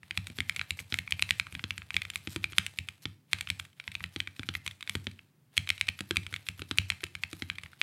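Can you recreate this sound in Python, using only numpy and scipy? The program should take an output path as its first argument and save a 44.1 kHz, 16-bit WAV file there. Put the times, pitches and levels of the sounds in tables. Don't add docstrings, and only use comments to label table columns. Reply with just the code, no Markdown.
import sys
import numpy as np
from scipy import signal
from scipy.fft import rfft, irfft
from scipy.io import wavfile
from scipy.ndimage import uniform_filter1d

SR = 44100
rng = np.random.default_rng(int(sys.argv[2]) if len(sys.argv) > 2 else 0)


def log_audio(samples):
    frames = np.atleast_2d(samples).T
    limited = np.clip(frames, -1, 1)
    pcm = np.round(limited * 32767).astype(np.int16)
    wavfile.write(sys.argv[1], SR, pcm)


N = 344862


def undb(db):
    return 10 ** (np.asarray(db) / 20)


def colour(points, hz):
    pitch_hz, level_db = np.transpose(points)
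    return undb(np.interp(np.log(hz + 1), np.log(pitch_hz), level_db))


def noise(points):
    white = rfft(rng.standard_normal(N))
    shaped = irfft(white * colour(points, np.fft.rfftfreq(N, 1 / SR)), N)
    return shaped / shaped.std()


def add(track, start_s, sound):
    i = int(np.clip(round(start_s * SR), 0, N))
    track[i:i + len(sound)] += sound[:N - i]


def ring(tones, rise_s, scatter_db, detune):
    t = np.arange(SR // 3) / SR
    pitch_hz, level_db, fade_s = np.transpose(tones)[:, :, None]
    louder, higher = rng.standard_normal((2, len(tones), 1))
    levels = undb(level_db + scatter_db * louder) * np.exp(-np.log(1000) * t / fade_s)
    waves = np.sin(2 * np.pi * pitch_hz * (1 + detune * higher) * t)
    return (levels * waves).sum(0) * (1 - np.exp(-t / rise_s))


# pitch_hz, level_db
AIR_COLOUR = [(25, -17.5), (75, -10.5), (137, 8.5), (210, -4), (290, -7.5), (450, -15.5), (700, -20.5),
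              (1400, -22), (2500, -24), (6000, -30.5), (16000, -29.5)]

def background(air_db=-66.5, hum_db=-76, hum_hz=137):
    hum = np.sqrt(2) * np.sin(2 * np.pi * hum_hz * np.arange(N) / SR)
    return undb(air_db) * noise(AIR_COLOUR) + undb(hum_db) * hum


# pitch_hz, level_db, fade_s
ECHO_BANDS = [(102, -23, 1), (232, 0, 0.58), (490, -6.5, 0.47), (954, -15, 0.16), (1650, -13.5, 0.28),
              (2490, -18.5, 0.32), (3470, -20, 0.25), (6000, -17.5, 0.59), (9020, -18.5, 0.55),
              (16000, -33, .25)]

def room_echo(sound, gap_s=0.01, early_boost=0.92, early_s=0.0043):
    t = np.arange(SR // 2) / SR
    hz = np.fft.rfftfreq(len(t), 1 / SR)
    band_hz = np.array(ECHO_BANDS)[:, 0]
    wash = rfft(rng.standard_normal(len(t)))
    echo = 0
    for band, (_, level_db, fade_s) in zip(np.eye(len(band_hz)), ECHO_BANDS):
        share = np.interp(np.log(hz + 1), np.log(band_hz), band)
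        fade = np.exp(-np.log(1000) * t / fade_s) * (1 + early_boost * np.exp(-t / early_s))
        echo = echo + undb(level_db) * irfft(wash * share, len(t)) * fade / np.linalg.norm(fade)
    return signal.fftconvolve(sound, np.r_[np.zeros(int(gap_s * SR)), echo])[:N]


# pitch_hz, level_db
RUSTLE_COLOUR = [(100, -13.5), (700, 4), (1400, 3), (2400, 8), (4000, 5.5), (6000, -5.5), (8300, -3.5),
                 (11500, -2.5), (16000, -15)]

def rustle(level_db=-63, growth=0.2, rise_s=0.055, fall_s=0.14):
    swell = np.r_[np.linspace(0, 1, int(rise_s * SR)), np.linspace(1, 0, int(fall_s * SR))]
    power = np.zeros(N)
    for start_s, _, strength_db, bright_db, *_ in KEY_STROKES + SPACE_STROKES:
        gain = undb(level_db + growth * (strength_db + bright_db))
        add(power, start_s - rise_s, (gain * swell) ** 2)
    return noise(RUSTLE_COLOUR) * np.sqrt(power)


def presses(above_db=-43.25):
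    return [(*stroke, thump_db) for *stroke, thump_db in KEY_STROKES if thump_db > above_db]


def scuffs(growth=0.3):
    fingers, thumb = (presses(), 0.0094, 0.016, -55), (SPACE_STROKES, 0.02, 0.022, -54)
    return [(start_s - lead_s, width_s, level_db + growth * (strength_db + bright_db))
            for strokes, lead_s, width_s, level_db in (fingers, thumb)
            for start_s, _, strength_db, bright_db, *_ in strokes]


# pitch_hz, level_db
SKIN_COLOUR = [(100, -17), (800, -4.5), (1600, -0.5), (2600, 1.5), (4000, 5.5), (5800, 1.5), (8200, -5.5),
               (10000, -6.5), (13000, 1.5), (16000, -20.5)]
# middle_s, width_s, level_db
HAND_SWIPES = [(0.373, .045, -57.5), (0.797, 0.04, -53), (.94, 0.053, -51), (1.296, 0.04, -57),
               (2.186, 0.034, -58), (2.325, 0.046, -46.5), (3.598, .011, -50), (4.561, 0.021, -48),
               (3.029, 0.013, -54), (4.94, .05, -58), (5.76, 0.018, -53), (6.343, .017, -54),
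               (6.469, 0.018, -52), (7.392, 0.13, -59.5)]

def rubbing(ring_db=6, grain_db=5.5, grain_samples=60):
    out = rustle()
    friction = noise(SKIN_COLOUR)
    for middle_s, width_s, level_db in HAND_SWIPES + scuffs():
        swell = signal.windows.hann(int(3 * width_s * SR)) ** 2
        swipe = friction[rng.integers(N - len(swell)):][:len(swell)] * swell
        ring_hz = rng.uniform(7800, 11500)
        cap_ring = undb(ring_db) * signal.lfilter(*signal.iirpeak(ring_hz, Q=7, fs=SR), swipe)
        add(out, middle_s - len(swell) / SR / 2, undb(level_db) * (swipe + cap_ring) / 2)
    steps = np.repeat(rng.standard_normal(N // grain_samples + 1), grain_samples)
    grain = uniform_filter1d(steps, grain_samples)[:N]
    return out * undb(grain_db * grain)


# start_s, level_db
RESTING_TOUCHES = [(.152, -39), (0.522, -36), (2.136, -32), (2.43, -35), (2.551, -42), (3.321, -38),
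                   (3.386, -27), (3.488, -28), (3.651, -34.5), (3.73, -47.5), (3.84, -38), (4.06, -36),
                   (3.917, -27.5), (4.364, -36), (4.539, -28.5), (4.711, -28), (4.808, -28.5),
                   (5.113, -36.5), (5.779, -27.5), (5.87, -29.5), (5.99, -25), (6.232, -33.5), (6.467, -29),
                   (7.006, -32.5), (7.066, -32.5), (7.315, -46), (7.555, -33)]

def fingertips(lead_s=0.011, spread_s=0.003, landing_db=-47.5, spread_db=4):
    landings = []
    for press_s, *_ in presses():
        later, louder = rng.standard_normal(2)
        landings.append((press_s - lead_s + spread_s * later, landing_db + spread_db * louder))
    out = np.zeros(N)
    for start_s, level_db in RESTING_TOUCHES + landings:
        tick = clack(cap_hz=2250, levels_db=(14, 20, 16, 12), rattle=0.63, rattle_s=0.0019)
        add(out, start_s, undb(level_db) * tick)
    return out


# pitch_hz, level_db, fade_s
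DESK_TONES = [(67, -10.5, 0.089), (82.2, -2, 0.19), (94.66, -0.5, 0.28), (114, -13, 0.3), (129.6, -5, 0.18),
              (177.3, -4.5, 0.14), (207, -17.5, 0.17), (257, -22, 0.21)]

def desk_thumps(key_db=-1, bar_db=-5):
    blows = [(start_s, undb(thump_db + key_db)) for start_s, *_, thump_db in KEY_STROKES]
    blows += [(start_s, -undb(thump_db + bar_db)) for start_s, *_, thump_db in SPACE_STROKES]
    out = np.zeros(N)
    for start_s, force in blows:
        add(out, start_s, force * ring(DESK_TONES, rise_s=0.006, scatter_db=1.5, detune=0.025))
    return out


# pitch_hz, level_db, fade_s
CASE_TONES = [(183.8, -5, 0.13), (262.2, 7, 0.035), (331.5, 2.5, 0.034), (440, 0.5, 0.02),
              (846, -10.5, 0.036)]

def case_knocks(bar_db=-37, growth=0.6, key_db=-15):
    out = np.zeros(N)
    for start_s, _, strength_db, *_ in SPACE_STROKES:
        knock = ring(CASE_TONES, rise_s=0.0014, scatter_db=1.44, detune=0.14)
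        add(out, start_s, undb(bar_db + growth * strength_db) * knock)
    for start_s, *_, thump_db in KEY_STROKES:
        knock = ring(CASE_TONES, rise_s=0.002, scatter_db=6, detune=0.068)
        add(out, start_s, undb(thump_db + key_db) * knock)
    return out


def resonance(hz, centre_hz, width_hz, level_db):
    distance = (hz ** 2 - centre_hz ** 2) / (hz * width_hz)
    return (undb(level_db) / (1 + distance ** 2)) ** 2


# pitch_hz, level_db
CLACK_COLOUR = [(100, 2.5), (450, 6.5), (800, 1.5), (1100, 1), (1700, -1.5), (2450, 3.5), (2850, -2),
                (3250, 2), (3700, 0.5), (4500, -0.5), (6900, -4.5), (8200, -6.5), (10200, -16),
                (15000, -25.5)]

def clack(cap_hz, levels_db, rattle, rattle_s, size=2048):
    hz = np.fft.rfftfreq(size, 1 / SR) + 1
    t = np.arange(size) / SR
    plate_db, cap_db, housing_db, tick_db = levels_db
    power = (resonance(hz, 1527, 780, plate_db) + resonance(hz, cap_hz, 1056, cap_db - 0.5)
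             + resonance(hz, 3290, 1810, housing_db + 0.82) + resonance(hz, 10310, 6500, tick_db))
    gain = np.sqrt(power) * colour(CLACK_COLOUR, hz)
    gain *= undb(np.interp(hz, [9000, 15000], [0, 0.3]) * tick_db)
    ripple = rfft(rng.standard_normal(70) * np.hanning(70), size).real
    depth_db = np.interp(hz, [3000, 8000], [1.2, 2.8])
    floor = undb(-65.5) * gain.max()
    key_gain = (gain + floor) * undb(depth_db * ripple / ripple.std())
    cepstrum = irfft(np.log(key_gain))[:size // 2]
    spectrum = np.exp(rfft(np.r_[cepstrum[0], 2 * cepstrum[1:]], size))
    chatter = rng.standard_normal(size) * np.sqrt(t / rattle_s) * np.exp(-t / rattle_s)
    spectrum *= 1 + rattle * (1.73 + hz / 6000) * rfft(chatter) / np.linalg.norm(chatter)
    corner = 1j * hz / 5200
    spectrum *= (corner - 1) / (corner + 1)
    return irfft(spectrum) * np.linalg.norm(gain) / np.linalg.norm(spectrum)


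# start_s, pitch_hz, strength_db, bright_db, thump_db
SPACE_STROKES = [(0.3007, 2480, -14, -3, -37), (0.3866, 1880.0, -1.5, -9, -35),
                 (0.9242, 2140.0, 0, -14.5, -29.5), (1.6403, 2180.0, -0.5, -13, -33.5),
                 (2.2734, 2270, -2, -6, -32), (2.3613, 2140.0, 1.5, -2, -29), (3.0552, 2000, 0, -12, -30.5),
                 (4.1617, 2120.0, -2.5, -11.5, -36), (4.3945, 2420, -5.5, -8.5, -33),
                 (4.489, 2190, 1.5, -12, -34), (4.9529, 1980, 3.5, -2.5, -28),
                 (5.0691, 2080, -1, -13.5, -32), (6.0069, 2510, -0.5, -3, -35.5),
                 (6.1093, 2280, 6, -6, -31.5), (6.6194, 2460.0, -4.5, -7.5, -59.5),
                 (6.712, 2160.0, 3.5, -8, -31.5), (7.3304, 2600, -5.5, 0.5, -38.5),
                 (7.422, 2070, -0.5, -9, -35.0)]

def space_bar(hollow_db=0.5):
    out = np.zeros(N)
    for start_s, pitch_hz, strength_db, bright_db, _ in SPACE_STROKES:
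        housing_db = -3 + strength_db - 0.48 * bright_db
        levels_db = (strength_db + hollow_db, strength_db, housing_db, strength_db + bright_db)
        add(out, start_s, clack(pitch_hz, levels_db, rattle=0.24, rattle_s=0.0016))
    return out


# start_s, pitch_hz, strength_db, bright_db, hollow_db, thump_db
KEY_STROKES = [(0.0319, 2380, -13.5, -8, 2.5, -52), (0.1093, 2560, 6.0, -19.5, -9.0, -43.5),
               (0.1752, 2570, 10.5, -9, -10, -30), (0.27, 2420, -2.5, -2.5, -6.0, -44),
               (0.4045, 2180, 11.0, -13.5, -12.5, -37.5), (0.4958, 2170, 11.5, -9, -10, -42),
               (0.5627, 2200, 4, -6, -16.5, -47), (0.569, 2380.0, -4, -11, -12.5, -43.5),
               (0.5943, 2480, 7.5, -20.5, -11.0, -39), (0.6136, 2240, 7, -21, -7.5, -59),
               (0.707, 2460, 9.5, -7, -21.0, -38), (0.7908, 2260, 2, -18, -12, -70.0),
               (0.8015, 2400.0, -10, 2.5, 1, -40), (0.942, 2130, 10.5, -10, -6, -45),
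               (0.988, 2260.0, 9.5, -10.5, -24, -36), (1.0764, 2140.0, 1, -20, -6, -49.0),
               (1.1084, 2420.0, -5, 4, -6.5, -47), (1.1227, 2480, 14.0, -16.5, -18, -34),
               (1.1945, 2440.0, 4.0, -9, -5, -42), (1.224, 2440.0, 15.5, -8.5, -11, -38.5),
               (1.2915, 2340.0, 1, -14, -12, -45), (1.308, 2320, 16.5, -10.0, -14, -36),
               (1.398, 2260.0, 13.5, -12, -11.5, -40.5), (1.4682, 2300, -5, -15, -1.5, -48.0),
               (1.5249, 2460.0, -9.5, 0.5, -2, -39), (1.551, 2560, 2.0, -15.5, -5.0, -36),
               (1.5939, 2500, -1.5, -21.0, -5.5, -49.0), (1.7071, 2480, 8.5, -15.5, -11.5, -41.5),
               (1.7794, 2300, 0, -8, -5, -41.5), (1.8193, 2340.0, -6.0, -26, -4.5, -45),
               (1.9058, 2080.0, 4.0, -17, -9.0, -51.0), (1.9431, 2750, 4.5, -12, -12, -37),
               (1.9663, 2370, 15.5, -14, -18, -40.5), (2.0188, 2420, 5.5, -13, -14, -54.5),
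               (2.0516, 2520.0, -0.5, -14, -5, -47), (2.1014, 2380, 1.5, -4.5, -11, -46.5),
               (2.1578, 2240, 6.5, -3, -8.5, -43.0), (2.4421, 2380, 12.5, -14, -10, -39),
               (2.5223, 2420.0, -9.5, -3.5, -9.0, -42.5), (2.532, 2440.0, -6.0, -17, -1.5, -67.0),
               (2.5832, 2200, 19.0, -6, -8.5, -32.5), (2.6648, 2220.0, 5, -3.5, -19.0, -48),
               (2.7875, 2460, 9.0, -10.5, -23, -35.5), (2.887, 2246, 3, -10.5, -9.5, -46.0),
               (3.3322, 2330, 15.5, -9.5, -8, -37.5), (3.4097, 2280.0, 5, -3.5, -27, -43.5),
               (3.473, 2540, 0.5, -21, -6.5, -49), (3.5018, 2260.0, 11, -7.5, -29, -35.5),
               (3.5975, 2200.0, 2.5, -6, -5.5, -44.5), (3.7996, 2440, -0.5, -19.5, -8.5, -63),
               (3.878, 2430, 3.5, -23, -5, -41.0), (3.9522, 2600, 7, -16, -12.0, -41.5),
               (4.006, 2100, -5.5, -21.5, -0.5, -41.0), (4.04, 2250, 5.5, -14.5, -9.5, -37.5),
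               (4.2029, 2380, 11, -19.5, -20.5, -42), (4.274, 2200, 2.5, -18, -7.5, -49),
               (4.4322, 2240.0, -2, -14.5, -5, -44), (4.552, 2180.0, 8.5, -18, -11.5, -37.5),
               (4.664, 2300, 2.5, -6.5, -8, -40.0), (4.6773, 2170, 5.0, -9, -10, -76),
               (4.8268, 2360, 0, -14, -9, -58), (4.8755, 2160, 0.0, -17, -17.5, -53),
               (4.8955, 2170, 7.0, -3.5, -6.5, -47.5), (5.1915, 2536, -10.5, -34, -6.5, -57),
               (5.569, 2580.0, 0, -2.5, -11.0, -45.5), (5.5778, 2500.0, 17.0, -7, -17, -31),
               (5.6742, 2340.0, -0.5, -17.5, -8, -66.0), (5.691, 2480, 6.5, -5, -14, -46.0),
               (5.7029, 2500.0, 15.5, -11, -17, -43.0), (5.8117, 2340, 14, -11, -11.5, -40.5),
               (5.8843, 2210, 5, -18, -9, -37.5), (5.8876, 2530, 13.5, -12, -13.5, -69),
               (6.159, 2650, 3.0, -9.5, -7, -49), (6.169, 2470, 14.5, -9.5, -13.5, -31.0),
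               (6.2658, 2380.0, 0, -12, -8, -43.5), (6.327, 1760.0, -3.5, -8, -11.5, -38.5),
               (6.3401, 2330, 5.5, -11, -4.5, -69), (6.3624, 2320, 2, -14, -17.0, -63),
               (6.4872, 2390, 7.5, -7.5, -12.5, -37.5), (6.5943, 2780, -9.5, -1.5, 3, -37),
               (6.7746, 2660.0, -6.5, 5, 1, -59), (6.7851, 2560, 18.5, -10.5, -15, -28.0),
               (6.902, 2440, 13, -9.5, -10, -36.0), (6.9203, 2340, 1, -21, -6, -74),
               (7.034, 2000, -4.5, -13, 1.5, -41.5), (7.039, 2680, 6.5, -8.5, -9, -70),
               (7.1522, 2330, 2.5, -13, -9, -44), (7.236, 2460, 10, -14.5, -9.5, -42.5),
               (7.4999, 2550, 8.5, -19.5, -6.5, -40.5), (7.5843, 2350, 1.0, -16.5, -6, -51.5),
               (7.6352, 1790, -4, -8, -14.5, -44.5), (7.6606, 2380, -11.5, -26, 3, -54),
               (7.732, 1960.0, -16, -15.0, 3.5, -77), (7.8151, 2290, 15, -16.5, -9.5, -37.5)]

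def typing():
    out = np.zeros(N)
    for start_s, pitch_hz, strength_db, bright_db, hollow_db, _ in KEY_STROKES:
        housing_db = -5.5 + 1.207 * strength_db + 0.39 * bright_db
        levels_db = (strength_db + hollow_db, strength_db, housing_db, strength_db + bright_db)
        rattle = np.interp(strength_db, [0, 16], [0.4, 0.17])
        add(out, start_s, clack(pitch_hz, levels_db, rattle, rattle_s=0.0012))
    return out


def scene(case_share=0.3):
    keys = typing() + space_bar() + fingertips() + rubbing()
    case = case_knocks()
    echo = room_echo(keys + case_share * case)
    return (keys + case + echo + desk_thumps() + background())[None]


def record(dry, low_hz=60, top_hz=15800):
    low_cut = signal.butter(3, low_hz, "high", fs=SR, output="sos")
    top_cut = signal.ellip(8, 0.2, 70, top_hz, fs=SR, output="sos")
    return signal.sosfilt(top_cut, signal.sosfilt(low_cut, dry))


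dry = scene()
out = record(dry)
log_audio(out)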